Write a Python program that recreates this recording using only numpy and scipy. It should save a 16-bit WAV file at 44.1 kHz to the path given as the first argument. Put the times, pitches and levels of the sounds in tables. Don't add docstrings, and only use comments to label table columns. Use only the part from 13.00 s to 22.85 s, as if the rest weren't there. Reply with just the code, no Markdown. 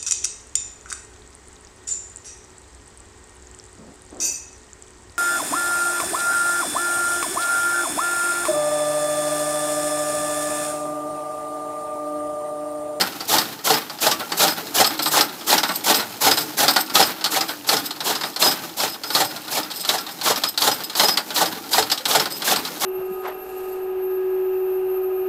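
import sys
import numpy as np
from scipy import signal
from scipy.io import wavfile

SR = 44100
rng = np.random.default_rng(int(sys.argv[2]) if len(sys.argv) > 2 else 0)


def output_pcm(signal):
    pcm = np.clip(np.atleast_2d(signal).T, -1, 1) * 32767
    wavfile.write(sys.argv[1], SR, np.round(pcm).astype(np.int16))


N = 434385

# (closing thump [s], bite thickness re usual [dB], thump [dB],
#                rebound after thump [s], rebound [dB])
CUTS = [(-.037, 1, -11, .046, -16), (.337, 1.5, -20.5, 0.046, -16.5), (.702, 1.5, -18, 0.038, -20.5),
        (1.065, 1, -19, 0.049, -19), (1.43, 4, -19, 0.049, -20), (1.801, 2.5, -16.5, .043, -17),
        (2.168, 2, -19, .04, -14), (2.525, 2.5, -18.5, 0.054, -17), (2.898, 2.5, -18.5, 0.046, -18),
        (3.266, 2.5, -17.5, 0.046, -14.5), (3.629, 3, -20.5, 0.052, -13), (3.996, 2.5, -16, 0.03, -17),
        (4.362, -1.5, -23, 0.046, -19.5), (4.728, -1.5, -21.5, 0.039, -20.5),
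        (5.1, -2.5, -25.5, 0.052, -24), (5.458, 1, -22, .053, -23), (5.834, -3.5, -25, 0.041, -31),
        (6.202, -2.5, -21, 0.043, -33), (6.571, -4.5, -26, .06, -30.5), (6.939, -5, -27, 0.043, -26),
        (7.299, -2, -21, 0.06, -24.5), (7.671, 0, -20.5, 0.044, -23.5), (8.032, -0.5, -20, 0.052, -17.5),
        (8.413, 0, -19.5, .044, -24.5), (8.781, -0.5, -17, .043, -23), (9.149, -1, -17.5, 0.048, -18.5),
        (9.514, 1, -21, 0.045, -21.5), (9.875, -1, -20, .047, -21)]
# (time [s], bright clack [dB], frame knock [dB])
CLACKS = [(.205, -29, -30), (.897, -31.5, -30.5), (1.204, -33, -25), (1.319, -23.5, -21.5),
          (1.404, -23, -20), (1.906, -30.5, -27), (1.991, -23, -21), (2.058, -21, -18.5),
          (2.503, -19.5, -24), (2.632, -19.5, -17.5), (2.691, -28, -19.5), (3.002, -26.5, -23),
          (3.372, -21.5, -21.5), (3.761, -15.5, -12.5), (3.898, -30, -28), (3.953, -13.5, -14.5),
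          (4.21, -32, -30), (4.241, -17, -26.5), (4.258, -22.5, -22.5), (4.489, -27.5, -25),
          (4.689, -14.5, -18), (4.907, -26, -30), (5.004, -25.5, -26.5), (5.21, -28, -26),
          (5.235, -25.5, -22), (5.361, -24.5, -28), (5.422, -15.5, -17.5), (5.8, -23.5, -25.5),
          (6.035, -28, -27.5), (6.103, -27, -26), (6.149, -14.5, -18.5), (6.362, -33, -33.5),
          (6.479, -32, -32), (6.711, -28.5, -36), (6.849, -25, -28.5), (6.89, -15, -19.5),
          (7.065, -32, -33), (7.213, -26, -28.5), (7.259, -23, -20), (7.436, -17, -22), (7.576, -17.5, -25),
          (7.62, -17.5, -20), (7.897, -29, -33), (7.952, -23, -25), (7.996, -14.5, -18),
          (8.172, -16.5, -19.5), (8.304, -29, -27.5), (8.361, -20, -24), (8.732, -17.5, -23),
          (8.899, -24.5, -31), (8.916, -15.5, -20.5), (8.976, -25.5, -35), (9.054, -18.5, -22.5),
          (9.109, -21.5, -25), (9.256, -26, -23.5), (9.42, -26.5, -26.5), (9.65, -26.5, -33)]
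# (after thump [s], bright clack [dB], frame knock [dB])
SLACK = [(.128, -37, -34.5), (.25, -40, -38.5)]
SLACK_SPREAD_S, SLACK_SPREAD_DB = 0.018, 2
# (start [s], end [s], squeal [dB], high ringing [dB])
RUBS = [(1.478, 1.528, -44, -35), (2.023, 2.083, -34, -29), (2.665, 2.762, -48, -34.5),
        (2.935, 3.0, -35, -35), (3.31, 3.345, -31, -35), (3.368, 3.433, -40, -31), (3.69, 3.814, -43, -30),
        (4.48, 4.525, -42, -35), (4.842, 4.87, -37, -33), (5.205, 5.283, -39, -35.5),
        (5.423, 5.445, -17, -26), (5.445, 5.525, -25, -34), (5.87, 5.953, -41, -41.5),
        (6.05, 6.137, -38, -35), (6.24, 6.318, -38, -39.5), (6.737, 6.82, -41, -37),
        (7.105, 7.12, -33, -38), (7.463, 7.494, -26, -35), (7.712, 7.735, -29, -42),
        (7.837, 7.85, -35.5, -34), (8.016, 8.14, -25.5, -33.5), (9.303, 9.39, -42, -36)]
# (time [s], slicing time [s])
SLICING_TIME = [(0, 0.06), (4.4, .057), (6.2, .068), (9.8, 0.071)]
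# (time [s], level [dB])
DRONE_LEVEL = [(0, -57), (1.75, -53), (2.05, -35.5), (2.7, -49), (5.3, -50.5), (7, -54), (7.6, -48.5),
               (9.8, -48)]

# (pitch [Hz], width [Hz], level [dB])
STEEL_MODES = [(5110, 94, 4), (7730, 50, -2), (8310, 45, 4.5), (8500, 54, -12), (9500, 30, -11),
               (9400, 31, -13), (11930, 45, 4.5), (12600, 56, -10), (12850, 50, -1), (13600, 55, 5),
               (14350, 60, -8), (14930, 29, 2)]
# (pitch [Hz], width [Hz], height over the broad colour [dB])
FRAME_MODES = [(176, 12.4, 1.5), (314.5, 35, 5), (436.7, 35, 7.5), (539, 29, 1), (628, 200, 3.5),
               (769, 50, 6), (856, 110, 7.5), (1140, 50, 2), (1260, 55, 4), (1362, 28, 5), (1460, 140, 3),
               (1820, 150, 1), (4040, 270, 1.5), (4280, 200, 3.5), (5120, 84, 8), (8400, 110, 1),
               (12160, 140, 2)]
# (pitch [Hz], width [Hz])
SQUEAL_MODE = (5058, 25.2)

# (frequency [Hz], level per Hz [dB])
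SLICE_COLOUR = [(40, -42.5), (150, -7), (300, -2.5), (800, 0), (1200, -3.5), (2300, -10), (3300, -0.5),
                (4300, -3), (6200, -5), (7600, -8), (9500, -13), (11500, -11.5), (15500, -19)]
FIZZ_COLOUR = [(100, -30), (800, -8), (2300, -10), (4000, 0), (6000, 0.5), (7600, 1.5), (9500, -5),
               (11500, 2.5), (15500, -3.5)]
THUMP_COLOUR = [(40, -51), (110, -15), (300, -7.5), (450, -4), (750, -1), (1100, -9.5), (1900, -4.5),
                (2500, -12.5), (3500, -4), (6000, -12), (7600, -7.5), (9400, -16), (11200, -12.5),
                (15500, -27)]
CLACK_COLOUR = [(300, -32), (1200, -7), (2300, -10), (3200, 1), (4000, -0.5), (5300, -1), (6400, -8),
                (8000, -6), (9600, -14.5), (12500, -8.5), (15500, -32)]
KNOCK_COLOUR = [(50, -48), (160, -4), (300, -3.5), (480, -4), (850, 2.5), (1300, 0), (1800, -0.5),
                (2800, -6), (6000, -31.5)]
CHAFF_COLOUR = [(40, -26.5), (150, -7.5), (300, 3.5), (480, -8), (800, -3), (1400, -1.5), (2300, -6.5),
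                (4000, -5), (6400, -13.5), (9500, -16.5), (13000, -8.5), (15500, -13)]
RUMBLE_COLOUR = [(25, -74), (60, -35), (100, -4), (300, 4.5), (500, -5), (850, -4), (1500, -6.5),
                 (2300, -7), (4200, -7.5), (6500, -7), (9500, -12), (13000, -7), (15500, -11)]
OVERTONE_COLOUR = [(1000, -29), (4500, 6.5), (6500, -4.5), (8200, -2), (9800, -6), (12500, 0.5),
                   (15500, -11)]
# (frequency [Hz], time [s])
SHED_DECAY = [(150, 0.45), (800, 0.22), (4000, 0.17), (15000, 0.19)]

TOOTH_HZ, TOOTH_SPREAD = 4150, 0.076
REBOUND_RING_HZ, REBOUND_KNOCK_DB = 5190, -2.5
SCRAPE_AFTER_S, SCRAPE_S = 0.036, 0.04
SCRAPE_SQUEAL_DB, SCRAPE_RINGING_DB, SCRAPE_GROWTH = -44, -36, 1.8
DRONE_HZ, DRONE_WIDTH_HZ = 311, 25
EDGE_HZ = 15560
HZ = np.fft.rfftfreq(8192, 1 / SR)


def gain_of(db):
    return 10 ** (np.asarray(db) / 20)


def evened(x):
    return x / np.sqrt(np.mean(x ** 2) + 1e-20)


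def at_level(sound, db):
    return gain_of(db) * sound / np.std(sound[:SR * 15 // 1000])


def read(points, hz):
    f, value = np.transpose(points)
    return np.interp(np.log(hz + 1), np.log(f + 1), value)


def add(mix, s, sound):
    start = round(s * SR)
    sound = sound[max(-start, 0):]
    part = mix[max(start, 0):][:len(sound)]
    part += sound[:len(part)]


def drift(size, rate_hz):
    knots = rng.standard_normal(4096)
    return 1.2 * np.interp(np.arange(size) * rate_hz / SR, np.arange(len(knots)), knots)


def crackle(size, per_s, spread_db):
    chance, sign, big = rng.random((size, 3)).T
    snaps = chance < per_s / SR
    sizes = gain_of(spread_db * np.minimum(-np.log(big + 1e-9), 4))
    return evened(snaps * np.sign(sign - 0.5) * sizes)


def pops(force, per_s, low_hz, high_hz, cycles, spread_db):
    t, out = np.arange(SR // 25) / SR, np.zeros(N)
    for when, pitch, size in rng.random((round(per_s * N / SR), 3)):
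        hz = low_hz * (high_hz / low_hz) ** pitch
        start = int(when * N)
        grain = np.sin(2 * np.pi * hz * t) * np.exp(-hz * t / cycles)
        grain *= (hz / low_hz) ** 0.12
        strength = force[start] * gain_of(spread_db * min(-np.log(size + 1e-9), 3))
        add(out, start / SR, strength * grain)
    return out


def resonate(x, hz, width_hz):
    return signal.lfilter(*signal.iirpeak(hz, hz / width_hz, SR), x)


def body(colour, ring):
    modes_db = sum(height / (1 + (2 * (HZ - f) / width) ** 2) for f, width, height in FRAME_MODES)
    db = read(colour, HZ) + ring * modes_db
    log_gain = np.log(gain_of(np.r_[db, db[-2:0:-1]]))
    spectrum = np.exp(np.conj(signal.hilbert(log_gain)))
    response = np.fft.ifft(spectrum).real[:len(HZ)]
    return response / np.linalg.norm(response)


def through_frame(x, colour, ring):
    return signal.oaconvolve(x, body(colour, ring))[:N]


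def blow(response, attack_s, hold_s, decay_s, spread_db, crack=0.0):
    t = np.arange(SR // 6) / SR
    cluster = np.exp(-np.maximum(t - hold_s, 0) / decay_s)
    first_crack = crack * np.exp(-t / 0.00075)
    shape = (1 - np.exp(-t / attack_s)) * (cluster + first_crack)
    return signal.fftconvolve(shape * crackle(len(t), 8000, spread_db), response)


def knife(x, modes_db=9.5):
    click = np.eye(1, 4096)[0]
    modes = sum(gain_of(db) * resonate(click, hz, width) for hz, width, db in STEEL_MODES)
    response = body(OVERTONE_COLOUR, ring=0)[:len(click)] + gain_of(modes_db) * modes
    return signal.oaconvolve(x, response / np.linalg.norm(response))[:N]


def rumble(level_db=-39, unsteady_db=2.6, swell_db=0.5, growth=0.35, throb_db=3.5):
    t = np.arange(N) / SR
    times, bites_db, *_ = np.transpose(CUTS)
    strain_db = growth * np.interp(t, times, bites_db)
    strain_db = strain_db + unsteady_db * drift(N, 14) + swell_db * drift(N, 4.4)
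    shaking = gain_of(level_db + strain_db) * crackle(N, 7000, 3.7)
    tremble = through_frame(shaking, RUMBLE_COLOUR, ring=0.93)
    tone = resonate(rng.standard_normal(N), DRONE_HZ, DRONE_WIDTH_HZ)
    drone = evened(tone * gain_of(throb_db * drift(N, 12)))
    return tremble + drone * gain_of(np.interp(t, *np.transpose(DRONE_LEVEL)))


def rattles(tick_db=-40, clunk_db=-41, chink_db=-37, chinks_per_s=9, chink_spread_db=3, chink_s=0.0064):
    steady, t = np.ones(N), np.arange(SR // 10) / SR
    ticks = pops(steady, per_s=90, low_hz=2500, high_hz=5800, cycles=3, spread_db=4)
    clunks = pops(steady, per_s=30, low_hz=260, high_hz=1600, cycles=6, spread_db=3)
    chance, size = rng.random((N, 2)).T
    chip_gain = gain_of(chink_db + chink_spread_db * np.minimum(-np.log(size + 1e-9), 3))
    chips = (chance < chinks_per_s / SR) * chip_gain
    fading = signal.oaconvolve(chips, np.exp(-t / chink_s))[:N]
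    chinks = knife(fading * crackle(N, 9000, 1.8))
    return gain_of(tick_db) * ticks + gain_of(clunk_db) * clunks + chinks


def chaff(level_db=-28.5, growth=1.46, peak_s=0.032, fall_s=0.087):
    flow, t = np.zeros(N), np.arange(SR // 2) / SR
    shower = np.minimum(t / peak_s, 1) * np.exp(-np.maximum(t - peak_s, 0) / fall_s)
    for s, bite_db, *_ in CUTS:
        add(flow, s, gain_of(level_db + growth * bite_db) * shower)
    patter = flow * gain_of(4.3 * drift(N, 55)) * crackle(N, 2500, 1.3)
    return through_frame(patter, CHAFF_COLOUR, ring=0.41)


def strikes():
    rows = [(*clack, TOOTH_HZ) for clack in CLACKS]
    for s, _, _, rebound_s, rebound_db in CUTS:
        rows.append((s + rebound_s, rebound_db, rebound_db + REBOUND_KNOCK_DB, REBOUND_RING_HZ))
        for after_s, bright_db, low_db in SLACK:
            late_s, more_db = rng.standard_normal(2) * (SLACK_SPREAD_S, SLACK_SPREAD_DB)
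            rows.append((s + after_s + late_s, bright_db + more_db, low_db + more_db, TOOTH_HZ))
    return [(*row, hz * np.exp(TOOTH_SPREAD * rng.standard_normal())) for *row, hz in rows]


def gears(clack_db=0, knock_db=-3.5, tooth_db=6, tooth_width_hz=450,
          jingle_db=-9, jingle_rise_s=0.0019, jingle_s=0.021):
    (out, jolts), t = np.zeros((2, N)), np.arange(SR // 6) / SR
    teeth, frame = body(CLACK_COLOUR, ring=0.15), body(KNOCK_COLOUR, ring=0.82)
    jingle = (1 - np.exp(-t / jingle_rise_s)) * np.exp(-t / jingle_s)
    for s, db, low_db, hz in strikes():
        clack = blow(teeth, attack_s=0.0002, hold_s=0.005, decay_s=0.0085, spread_db=2.0, crack=0.5)
        clack = clack + gain_of(tooth_db) * resonate(clack, hz, tooth_width_hz)
        add(out, s, at_level(clack, db + clack_db))
        knock = blow(frame, attack_s=0.001, hold_s=0.0036, decay_s=0.022, spread_db=2.5)
        knock = knock + 2.0 * resonate(knock, rng.uniform(1135, 1550), 45)
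        add(out, s, at_level(knock, low_db + knock_db))
        add(jolts, s, gain_of(db + jingle_db) * jingle)
    return out + knife(jolts * crackle(N, 9000, 2), modes_db=6)


def contacts():
    rows = list(RUBS)
    for s, bite_db, *_ in CUTS:
        start, more_db = s + SCRAPE_AFTER_S, SCRAPE_GROWTH * bite_db
        rows.append((start, start + SCRAPE_S, SCRAPE_SQUEAL_DB + more_db, SCRAPE_RINGING_DB + more_db))
    return rows


def rubbing(squeal_db=1, ringing_db=2, ring_s=0.0061, waver_db=4.5, flutter_db=5.0):
    t, contact = np.arange(N) / SR, np.zeros((2, N))
    for start, end, *levels in contacts():
        touching = (t > start - ring_s / 2) & (t < end)
        contact[:, touching] += gain_of(levels)[:, None]
    keep = np.exp(-1 / (ring_s * SR))
    low, high = signal.lfilter([1 - keep], [1, -keep], contact + 1e-9)
    hz, width = SQUEAL_MODE
    phase = 2 * np.pi * np.cumsum(hz + width * drift(N, 300)) / SR
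    squeal = gain_of(waver_db * drift(N, 90)) * np.cos(phase)
    friction = gain_of(ringing_db + flutter_db * drift(N, 80)) * crackle(N, 6000, 4.0)
    ringing = knife(high * friction, modes_db=13)
    return gain_of(squeal_db) * low * evened(squeal) + ringing


def thumps(level_db=4, push_db=-20, push_low_hz=85, push_high_hz=230, push_s=0.035):
    (out, push), frame = np.zeros((2, N)), body(THUMP_COLOUR, ring=1.64)
    fade = np.exp(-np.arange(SR // 4) / SR / push_s)
    for s, _, db, *_ in CUTS:
        thump = blow(frame, attack_s=0.00019, hold_s=0.0098, decay_s=0.014, spread_db=2.5)
        add(out, s, at_level(thump, db + level_db))
        add(push, s, gain_of(db + push_db) * fade)
    bass = signal.butter(3, [push_low_hz, push_high_hz], "bandpass", fs=SR, output="sos")
    low_noise = evened(signal.sosfilt(bass, rng.standard_normal(N)))
    return out + signal.sosfilt(bass, push * low_noise)


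def slicing(level_db=-22, fizz_db=-23, stalk_db=-25, rise_s=0.041, bite_s=0.011, lead_s=0.006,
            over_s=0.016, release_s=0.021, fizz_release_s=0.0081, patchy_db=1.36, clump_db=1.3):
    (force, edge), t = np.zeros((2, N)), np.arange(SR // 4) / SR
    for s, bite_db, *_ in CUTS:
        length = np.interp(s, *np.transpose(SLICING_TIME)) + lead_s
        past = np.maximum(t - length - over_s, 0)
        pressing = np.minimum(t / rise_s, 1) * np.exp(-past / release_s)
        biting = (1 - np.exp(-(t / bite_s) ** 2)) * np.exp(-past / fizz_release_s)
        add(force, s - length, gain_of(bite_db) * pressing)
        add(edge, s - length, gain_of(bite_db) * biting)
    force, edge = np.array([force, edge]) * gain_of(clump_db * drift(N, 90))
    fibres = force * gain_of(level_db + patchy_db * drift(N, 200)) * crackle(N, 12000, 1.9)
    leaves = edge * gain_of(fizz_db) * crackle(N, 20000, 1.7)
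    stalks = pops(force, per_s=300, low_hz=900, high_hz=6000, cycles=9, spread_db=2.2)
    crunch = through_frame(fibres, SLICE_COLOUR, ring=0.82)
    fizz = through_frame(leaves, FIZZ_COLOUR, ring=0.3)
    return crunch + fizz + gain_of(stalk_db) * stalks


def shed(x, wet_db=-11, count=3):
    wet = np.zeros(N)
    turn = 2 * np.pi * 0.7 * np.arange(N) / SR
    for k in range(count):
        taps = crackle(SR // 2, 3000, 1) * (np.arange(SR // 2) > SR // 200)
        hz, t, z = signal.stft(taps, SR, nperseg=256)
        fading = z * gain_of(-60 * t / read(SHED_DECAY, hz)[:, None])
        tail = signal.istft(fading, SR, nperseg=256)[1]
        share = np.cos(turn + np.pi * k / count) * np.sqrt(2 / count)
        wet += signal.oaconvolve(x * share, tail / np.linalg.norm(tail))[:N]
    return x + gain_of(wet_db) * wet


def scene():
    background = rumble() + rattles() + chaff()
    metal = gears() + rubbing()
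    cutting = thumps() + slicing()
    return shed(background + metal + cutting)[None]


def record(dry, low_cut_hz=68):
    thin = signal.sosfilt(signal.butter(2, low_cut_hz, "highpass", fs=SR, output="sos"), dry)
    rounded = thin / (1 + thin ** 6) ** (1 / 6)
    band_limit = signal.firwin(401, EDGE_HZ, window=("kaiser", 8), fs=SR)
    return signal.oaconvolve(rounded, band_limit[None], "same")


dry = scene()
out = record(dry)
output_pcm(out)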